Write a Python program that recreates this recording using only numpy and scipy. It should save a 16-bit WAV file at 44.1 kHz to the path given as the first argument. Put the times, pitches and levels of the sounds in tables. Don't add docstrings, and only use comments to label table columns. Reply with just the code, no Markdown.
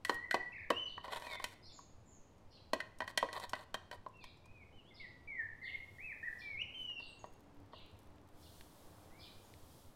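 import sys
import numpy as np
from scipy import signal
from scipy.fft import rfft, irfft
from scipy.io import wavfile
from scipy.ndimage import uniform_filter1d

SR = 44100
rng = np.random.default_rng(int(sys.argv[2]) if len(sys.argv) > 2 else 0)


def natural_amplitude(level_db):
    exponent = np.asarray(level_db, float) / 20
    return 10 ** exponent


def inscribe(sig):
    pcm = np.round(np.clip(np.atleast_2d(sig).T, -1, 1) * 32767)
    wavfile.write(sys.argv[1], SR, pcm.astype(np.int16))


N = 438794
T = np.arange(N) / SR

# (frequency [Hz], relative density [dB per Hz])
ROOM_COLOUR = [(20, -15.5), (45, -7), (100, -7), (142, -7.5), (293, -11), (580, -14.5), (1000, -18),
               (1450, -26.5), (2900, -31.5), (5500, -38), (16000, -51)]
ROOM_DB = -65

# (time [s], strength [dB], height [0 base - 1 rim], bareness of steel [0 creamy - 1 clean])
STRIKES = [(0.049, -25, 0.78, 0.77), (0.095, -20, 0.52, 0.4), (0.31, -21.5, 0.92, 0.65),
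           (0.343, -19.5, 0.5, 0.36), (0.703, -18.5, 0.47, 0.42), (0.978, -36, 0.41, 0.018),
           (1.048, -49, 0.072, 0.6), (1.08, -38.5, 0.41, 0.25), (1.147, -39, 0.77, 0.7),
           (1.18, -48, 0.08, 0.74), (1.221, -39, 0.5, 0.55), (1.267, -35.5, 0.57, 0.41),
           (1.353, -39, 0.52, 0.44), (1.399, -36.5, 0.47, 0.26), (1.441, -24, 0.63, 0.75),
           (1.789, -45, 0, 0.42), (2.381, -68, 0, 1), (2.733, -21.5, 0.46, 0.49), (2.803, -28, 0.91, 0.62),
           (2.986, -50, 0, 0.99), (3.004, -28.5, 0.6, 0.36), (3.019, -31.5, 0.49, 0.11),
           (3.077, -33, 0.67, 0.57), (3.103, -52, 0.93, 0.94), (3.175, -17, 0.71, 0.76),
           (3.227, -24.5, 0.36, 0.23), (3.287, -38, 0.65, 0.19), (3.329, -33.5, 0.54, 0.61),
           (3.398, -38, 0.055, 0.72), (3.494, -37.5, 0.41, 1), (3.533, -25, 0.61, 0.34),
           (3.552, -39, 0.79, 0.57), (3.743, -26, 0.55, 0.52), (3.913, -36, 0.6, 0.52),
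           (4.063, -36.5, 0.11, 0.022), (4.085, -62, 0, 1), (4.17, -64, 0, 0.85), (4.24, -42, 0.5, 0.64),
           (4.371, -62, 0, 0.76), (4.457, -55.5, 0, 0.76), (6.897, -52, 0.53, 0.48),
           (6.999, -50, 0.41, 0.43), (7.241, -41.5, 0.36, 0.065), (7.733, -42, 0.28, 0.064),
           (8.608, -49, 0.54, 0.66)]
# (frequency [Hz], relative level [dB], t60 [s])
BASE_MODES = [(271, -24, 0.076), (478, -25, 0.011), (626, -6.5, 0.045), (765, -5, 0.025), (983, -3, 0.047),
              (1085, -1, 0.038)]
WALL_MODES = [(1540, -7, 0.031), (1870, -6, 0.035), (1960, -7.5, 0.063)]
UPPER_MODES = [(2220, -15.5, 0.018), (2486, -18, 0.062), (3100, -10, 0.039), (4270, -9.5, 0.015)]
SPOON_MODES = [(5600, -12, 0.022), (7740, -15.5, 0.022), (8900, -17, 0.025)]
# (at height 0 and bareness 0 [dB], slope [dB per height], slope [dB per bareness])
FAMILY_SHARES = [(0, -3.5, 4.5), (-29.5, 50.5, 6), (-24, 20, 32), (-40.5, 4.5, 65.5)]
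MODE_SCATTER_DB, CHATTER_S, DETUNE_RATIO = 5, 0.0012, 0.025
BODY_BELOW_HZ, BODY_DB_PER_HEIGHT = 800, 18
THUD_DB, THUD_T60_S = -23.5, 0.007
CRACK_DB, CRACK_T60_S = -11.5, 0.039
JOLT_DB, JOLT_T60_S, JOLT_KNEE_DB, JOLT_GROWTH = -8, 0.1, -25.5, 7.5

# (start [s], length [s], level [dB], brightness of bare steel on glaze [dB])
STROKES = [(0.06, 0.098, -57, -3.5), (0.315, 0.055, -70.5, 7), (1.036, 0.098, -48.5, -23),
           (1.111, 0.098, -48.5, -11.5), (1.181, 0.18, -53.5, -10), (1.388, 0.042, -54.5, -13),
           (1.455, 0.085, -65.5, -0.5), (3.037, 0.0093, -53.5, -18), (3.072, 0.04, -54.5, -9),
           (3.177, 0.15, -72, -17), (3.327, 0.063, -44, -19.5), (3.384, 0.073, -59, -8.5),
           (3.484, 0.047, -78, 4), (3.547, 0.09, -52, -15), (3.928, 0.031, -48, -18)]
FLURRY_DB = 6.5
SLIDE_SHARE, CRACKLE_SHARE = 0.5, 1.1
KITCHEN_T60_S, KITCHEN_DB = 0.44, -10.5

# (start [s], length [s], first [Hz], middle [Hz], last [Hz], mean level [dB rms])
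WHISTLE_NOTES = [(0.105, 0.15, 1915, 1897, 2038, -48), (0.323, 0.098, 1976, 1957, 1932, -40.5),
                 (0.721, 0.067, 2650, 2797, 3000, -47), (0.782, 0.086, 3060, 3010, 2985, -44),
                 (1.241, 0.15, 2560, 2226, 2027, -55), (1.247, 0.13, 4290, 3720, 3480, -60.5),
                 (4.137, 0.115, 2730, 2636, 2200, -66), (4.441, 0.2, 2380, 2515, 2110, -66.5),
                 (4.725, 0.09, 2964, 3040, 2640, -69.5), (4.845, 0.057, 2840, 3270, 3520, -71),
                 (4.905, 0.023, 2200, 2120, 2030, -67), (4.997, 0.064, 2270, 2057, 1910, -53.5),
                 (5.274, .15, 2350, 2065, 1712, -48), (5.73, 0.031, 2050, 2153, 2093, -46.5),
                 (5.983, 0.15, 1830, 2607, 1690, -51), (6.228, 0.064, 1717, 1963, 1667, -42.5),
                 (6.416, 0.15, 2395, 2288, 2134, -50), (6.568, 0.056, 2180, 2570, 3020, -48),
                 (6.742, 0.26, 3123, 2927, 2692, -50.5), (9.104, 0.22, 1900, 2390, 2340, -71.5)]
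NOTE_SWELL_DB, STEEP_HZ_PER_S = 10, 7900
NOTE_EDGE_S, ARC_FLATNESS = 0.0031, 1.9
OCTAVE_DB, OCTAVE_FROM_HZ = -30, 2700
# (start [s], length [s], first [Hz], last [Hz], warble depth [Hz], peak level [dB])
WARBLE_NOTES = [(.52, 0.15, 2340, 1960, 301, -50), (5.615, 0.114, 1960, 2047, 134, -46)]
WARBLE_PER_S, WARBLE_ROUGHNESS = 28, 0.2
# (start [s], length [s], first [Hz], peak level [dB])
CHIRP_CALLS = [(.86, 0.06, 4620, -67.5), (1.625, 0.083, 4880, -65), (2.505, 0.084, 4860, -71),
               (4.203, 0.076, 4550, -69.5), (4.94, 0.087, 4630, -67.5), (5.63, 0.11, 4070, -64.5),
               (6.385, 0.051, 4640, -66), (6.99, 0.085, 4710, -66), (7.72, .11, 4334, -68),
               (8.42, 0.054, 4570, -71), (9.19, 0.077, 4540, -64)]
CHIRP_SAG_HZ_PER_S, CHIRP_SHAKE_DEPTH_HZ = 16000, 422.5
# (start [s], length [s], first [Hz], peak level [dB])
HIGH_CALLS = [(1.72, 0.084, 7170, -70.5), (2.055, 0.13, 7310, -76), (7.06, 0.065, 8430, -79),
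              (7.19, 0.014, 6720, -69.5), (9.43, 0.026, 6820, -81)]
HIGH_SAG_HZ_PER_S, HIGH_SHAKE_DEPTH_HZ = 7800, 239
CALL_PEAK_SKEW, CALL_SOFTNESS, CALL_OCTAVE_DB = 0.66, 0.37, -29.5
YARD_T60_S, WHISTLE_ECHO_DB, FAR_ECHO_DB = 0.63, -1, 10

THROB_FIRST_S, THROB_PERIOD_S = 0.159, 0.256
THROB_WIDTH_S, THROB_DB = 0.011, -51.5

# (time [s], level [dB])
HISS_LEVEL = [(5.4, -104), (5.75, -80.5), (6.4, -77), (6.68, -86.5), (6.82, -72), (7.0, -99.5),
              (8.3, -84.5), (8.42, -68.5), (9.3, -72), (9.6, -68.5), (9.95, -75.5)]
# (frequency [Hz], relative density [dB per Hz])
HISS_COLOUR = [(1470, -34), (2500, -14), (3260, -2.5), (6400, -6.5), (11200, -6), (16000, -10)]
HISS_FLICKER_DB = 2
PACKET_START_S, PACKET_END_S, PACKET_TICKS_PER_S = 7.0, 8.32, 45
# (time [s], level [dB])
DRY_TICKS = [(8.183, -61), (8.255, -73), (8.61, -50), (9.539, -52)]

# (time [s], rumble level [dB], drone pitch [Hz], drone level [dB])
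TRAFFIC_SWELL = [(6.3, -73.5, 271, -77), (7.4, -71.5, 281, -74), (8.4, -69.5, 301.4, -69.5),
                 (9.1, -65, 301, -73), (9.95, -73.5, 300, -80)]


def curve(rows, column, outside=-120.0):
    rows = np.array(rows, float)
    return np.interp(T, rows[:, 0], rows[:, column], outside, outside)


def level(x):
    return x / np.sqrt(np.mean(x ** 2))


def band(x, lo_hz, hi_hz):
    return signal.sosfilt(signal.butter(2, [lo_hz, hi_hz], "band", fs=SR, output="sos"), x)


def coloured(points):
    hz, db = np.transpose(points)
    bin_hz = np.maximum(np.fft.rfftfreq(N, 1 / SR), 1)
    gain = natural_amplitude(np.interp(np.log(bin_hz), np.log(hz), db))
    return level(irfft(rfft(rng.standard_normal(N)) * gain, N))


def walk(rate_hz):
    hold = int(SR / rate_hz)
    steps = np.repeat(rng.standard_normal(N // hold + 1), hold)
    return 1.3 * uniform_filter1d(uniform_filter1d(steps, hold), hold)[:N]


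def echo(x, t60_s, rise_s):
    t = T[:SR]
    envelope = np.exp(-np.log(1000) * t / t60_s) * (1 - np.exp(-t / rise_s))
    tail = rng.standard_normal(SR) * envelope
    return signal.fftconvolve(x, tail / np.sqrt(np.sum(tail ** 2)))[:N]


def ring(push, hz, t60_s):
    radius = np.exp(-np.log(1000) / (t60_s * SR))
    w = 2 * np.pi * hz / SR
    return signal.lfilter([0, np.sin(w)], [1, -2 * radius * np.cos(w), radius ** 2], push)


def burst(at, db, t60_s, lo_hz, hi_hz):
    kick = np.zeros(N)
    kick[at] = natural_amplitude(db)
    fade = signal.lfilter([1], [1, -np.exp(-np.log(1000) / (t60_s * SR))], kick)
    return fade * level(band(rng.standard_normal(N), lo_hz, hi_hz))


def room_tone():
    return natural_amplitude(ROOM_DB + 0.36 * walk(1.81)) * coloured(ROOM_COLOUR)


def hum():
    return natural_amplitude(-68.0 + 2.6 * walk(22)) * level(band(rng.standard_normal(N), 72.7, 107.0))


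def struck_modes(at, family_levels_db, height):
    out, t = np.zeros(N), T[:SR // 5]
    for levels_db, modes in zip(family_levels_db, [BASE_MODES, WALL_MODES, UPPER_MODES, SPOON_MODES]):
        hz, db, t60_s = np.transpose(modes)[:, :, None]
        family = np.zeros(N)
        chances = rng.random((len(at), 3, len(modes), 1))
        for i, blow_db, up, chance in zip(at, levels_db, height, chances):
            share, late, tune = 2 * chance - 1
            since = np.maximum(t - np.abs(late) * CHATTER_S, 0)
            tone = np.sin(2 * np.pi * hz * (1 + DETUNE_RATIO * tune) * since)
            waves = tone * np.exp(-np.log(1000) * since / t60_s)
            body_db = BODY_DB_PER_HEIGHT * (up - 0.5) * (hz < BODY_BELOW_HZ)
            size = natural_amplitude(db + MODE_SCATTER_DB * share + body_db)
            size = size * np.sqrt(np.sum(natural_amplitude(2 * db)) / np.sum(size ** 2))
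            family[i:i + len(t)] += np.sum(natural_amplitude(blow_db) * size * waves, axis=0)
        edges_hz = modes[0][0] * 0.7, modes[-1][0] * 1.81
        out += band(band(family, *edges_hz), *edges_hz)
    return out


def contact_noise(at, family_levels_db):
    base_db, _, upper_db, spoon_db = family_levels_db
    thud = burst(at, base_db + THUD_DB, THUD_T60_S, 340, 2600)
    jolt_db = JOLT_DB + base_db + JOLT_GROWTH * np.minimum(base_db - JOLT_KNEE_DB, 0)
    jolt = band(burst(at, jolt_db, JOLT_T60_S, 253, 980), 200, 690)
    clack = burst(at, upper_db + CRACK_DB, CRACK_T60_S, 1720, 4460)
    crack = burst(at, spoon_db + CRACK_DB, CRACK_T60_S, 2900, 11100)
    return thud + jolt + clack + crack


def blows():
    start_s, strength_db, height, bare = np.transpose(STRIKES)
    at = (start_s * SR).astype(int)
    shares_db = np.array(FAMILY_SHARES) @ np.array([np.ones_like(height), height, bare])
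    family_levels_db = strength_db + shares_db - 10 * np.log10(np.sum(natural_amplitude(2 * shares_db), axis=0))
    return struck_modes(at, family_levels_db, height) + contact_noise(at, family_levels_db)


def scrape():
    ticks = (rng.random(N) < 900 / SR) * rng.standard_normal(N) * natural_amplitude(1.1 * rng.exponential(1, N))
    ticks = level(ticks) + SLIDE_SHARE * rng.standard_normal(N)
    ticks = ticks * natural_amplitude(FLURRY_DB * walk(50))

    base_ring = sum(natural_amplitude(db) * ring(ticks, hz, t60_s) for hz, db, t60_s in BASE_MODES[1:])
    low = level(band(base_ring, 470, 1610))
    mid = level(sum(natural_amplitude(db) * ring(ticks, hz, t60_s / 2) for hz, db, t60_s in WALL_MODES + UPPER_MODES))
    squeak_phase = 2 * np.pi * np.cumsum(4000 + 350 * walk(8)) / SR
    squeak = level(band(ticks, 30, 500) * np.sin(squeak_phase))

    pops = (rng.random(N) < 150 / SR) * rng.standard_normal(N)
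    crackle = signal.lfilter([1], [1, -0.985], np.abs(pops)) * rng.standard_normal(N)
    steel = level(sum(ring(ticks, hz, t60_s / 2) for hz, _, t60_s in SPOON_MODES))
    glaze_hiss = rng.standard_normal(N) + ticks + CRACKLE_SHARE * level(crackle) + natural_amplitude(-2) * steel
    bright = level(band(glaze_hiss, 3500, 12000))

    gains = np.zeros((3, N))
    for start_s, length_s, db, bright_db in STROKES:
        stroke = slice(int(start_s * SR), int((start_s + length_s) * SR))
        gains[:, stroke] = natural_amplitude(db + bright_db * np.array([[0], [0.5], [1]]))
    low_gain, mid_gain, bright_gain = uniform_filter1d(gains, size=600)
    return low_gain * low + mid_gain * (natural_amplitude(4) * mid + natural_amplitude(-2) * squeak) + bright_gain * bright


def whistles():
    out = np.zeros(N)
    for start_s, length_s, first_hz, middle_hz, last_hz, db in WHISTLE_NOTES:
        i = slice(int(start_s * SR), int((start_s + length_s) * SR))
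        u = (T[i] - start_s) / length_s
        bend_hz = middle_hz - (first_hz + last_hz) / 2
        hz = first_hz + (last_hz - first_hz) * u + bend_hz * (1 - np.abs(2 * u - 1) ** ARC_FLATNESS)
        phase = 2 * np.pi * np.cumsum(hz) / SR
        tone = np.sin(phase) + natural_amplitude(OCTAVE_DB) * (hz > OCTAVE_FROM_HZ) * np.sin(2 * phase)
        glide_hz_per_s = abs(last_hz - first_hz) / length_s
        swell_db = NOTE_SWELL_DB * min(glide_hz_per_s / STEEP_HZ_PER_S, 1)
        edges = np.clip(np.minimum(u, 1 - u) * length_s / NOTE_EDGE_S, 0, 1)
        out[i] += natural_amplitude(db + swell_db * (u - 0.5)) * edges * tone
    return np.sqrt(2) * natural_amplitude(2.2 * walk(70)) * out


def calls(rows, shakes_per_s, roughness):
    out, tremor = np.zeros(N), walk(300)
    for start_s, length_s, first_hz, last_hz, depth_hz, db in rows:
        i = slice(int(start_s * SR), int((start_s + length_s) * SR))
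        u = (T[i] - start_s) / length_s
        shake = np.sin(2 * np.pi * shakes_per_s * length_s * u) + roughness * tremor[i]
        hz = first_hz + (last_hz - first_hz) * u + depth_hz * shake
        phase = 2 * np.pi * np.cumsum(hz) / SR
        tone = np.sin(phase) + natural_amplitude(CALL_OCTAVE_DB) * np.sin(2 * phase)
        envelope = np.abs(np.sin(np.pi * np.clip(u, 0, 1) ** CALL_PEAK_SKEW)) ** CALL_SOFTNESS
        out[i] += natural_amplitude(db) * envelope * tone
    return out


def sagging(rows, sag_hz_per_s, depth_hz):
    return [(start_s, length_s, hz, hz - sag_hz_per_s * length_s, depth_hz, db)
            for start_s, length_s, hz, db in rows]


def birds():
    near = whistles() + calls(WARBLE_NOTES, WARBLE_PER_S, WARBLE_ROUGHNESS)
    chirps = calls(sagging(CHIRP_CALLS, CHIRP_SAG_HZ_PER_S, CHIRP_SHAKE_DEPTH_HZ), 71, 0.97)
    high = calls(sagging(HIGH_CALLS, HIGH_SAG_HZ_PER_S, HIGH_SHAKE_DEPTH_HZ), 89, 0.42)
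    far = chirps + high
    to_yard = natural_amplitude(WHISTLE_ECHO_DB) * near + natural_amplitude(FAR_ECHO_DB) * far
    return near + far + echo(to_yard, YARD_T60_S, rise_s=0.00037)


def throb():
    lag_s = (T - THROB_FIRST_S + THROB_PERIOD_S / 2) % THROB_PERIOD_S - THROB_PERIOD_S / 2
    bump = np.exp(-0.5 * (lag_s / THROB_WIDTH_S) ** 2)
    return natural_amplitude(THROB_DB) * (bump - bump.mean())


def rustle():
    handled = (T > PACKET_START_S) & (T < PACKET_END_S)
    ticks = handled * (rng.random(N) < PACKET_TICKS_PER_S / SR) * natural_amplitude(25.7 * rng.random(N))
    ticks = signal.lfilter([1], [1, -0.99], ticks)
    hiss = natural_amplitude(curve(HISS_LEVEL, 1) + HISS_FLICKER_DB * walk(8.8)) * coloured(HISS_COLOUR)
    start_s, tick_db = np.transpose(DRY_TICKS)
    dry_ticks = burst((start_s * SR).astype(int), tick_db, 0.0099, 1550, 3900)
    return hiss * (1 + ticks) + dry_ticks


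def traffic():
    rumble = natural_amplitude(curve(TRAFFIC_SWELL, 1)) * level(band(rng.standard_normal(N), 140, 1000))
    drone_hz = curve(TRAFFIC_SWELL, 2, outside=500.0) + 4 * walk(6.4)
    drone_gain = natural_amplitude(curve(TRAFFIC_SWELL, 3) + 3 * walk(12))
    return rumble + drone_gain * np.sin(2 * np.pi * np.cumsum(drone_hz) / SR)


def scene():
    mug = blows() + scrape()
    dulled = signal.lfilter([0.5], [1, -0.55], mug)
    mug = mug + natural_amplitude(KITCHEN_DB) * echo(dulled, KITCHEN_T60_S, rise_s=0.002)
    background = room_tone() + hum() + traffic()
    return (mug + birds() + rustle() + background + throb())[None]


def band_limit(x):
    return signal.sosfilt(signal.butter(12, 15950, fs=SR, output="sos"), x)


def record(dry):
    return band_limit(dry)


dry = scene()
out = record(dry)
inscribe(out)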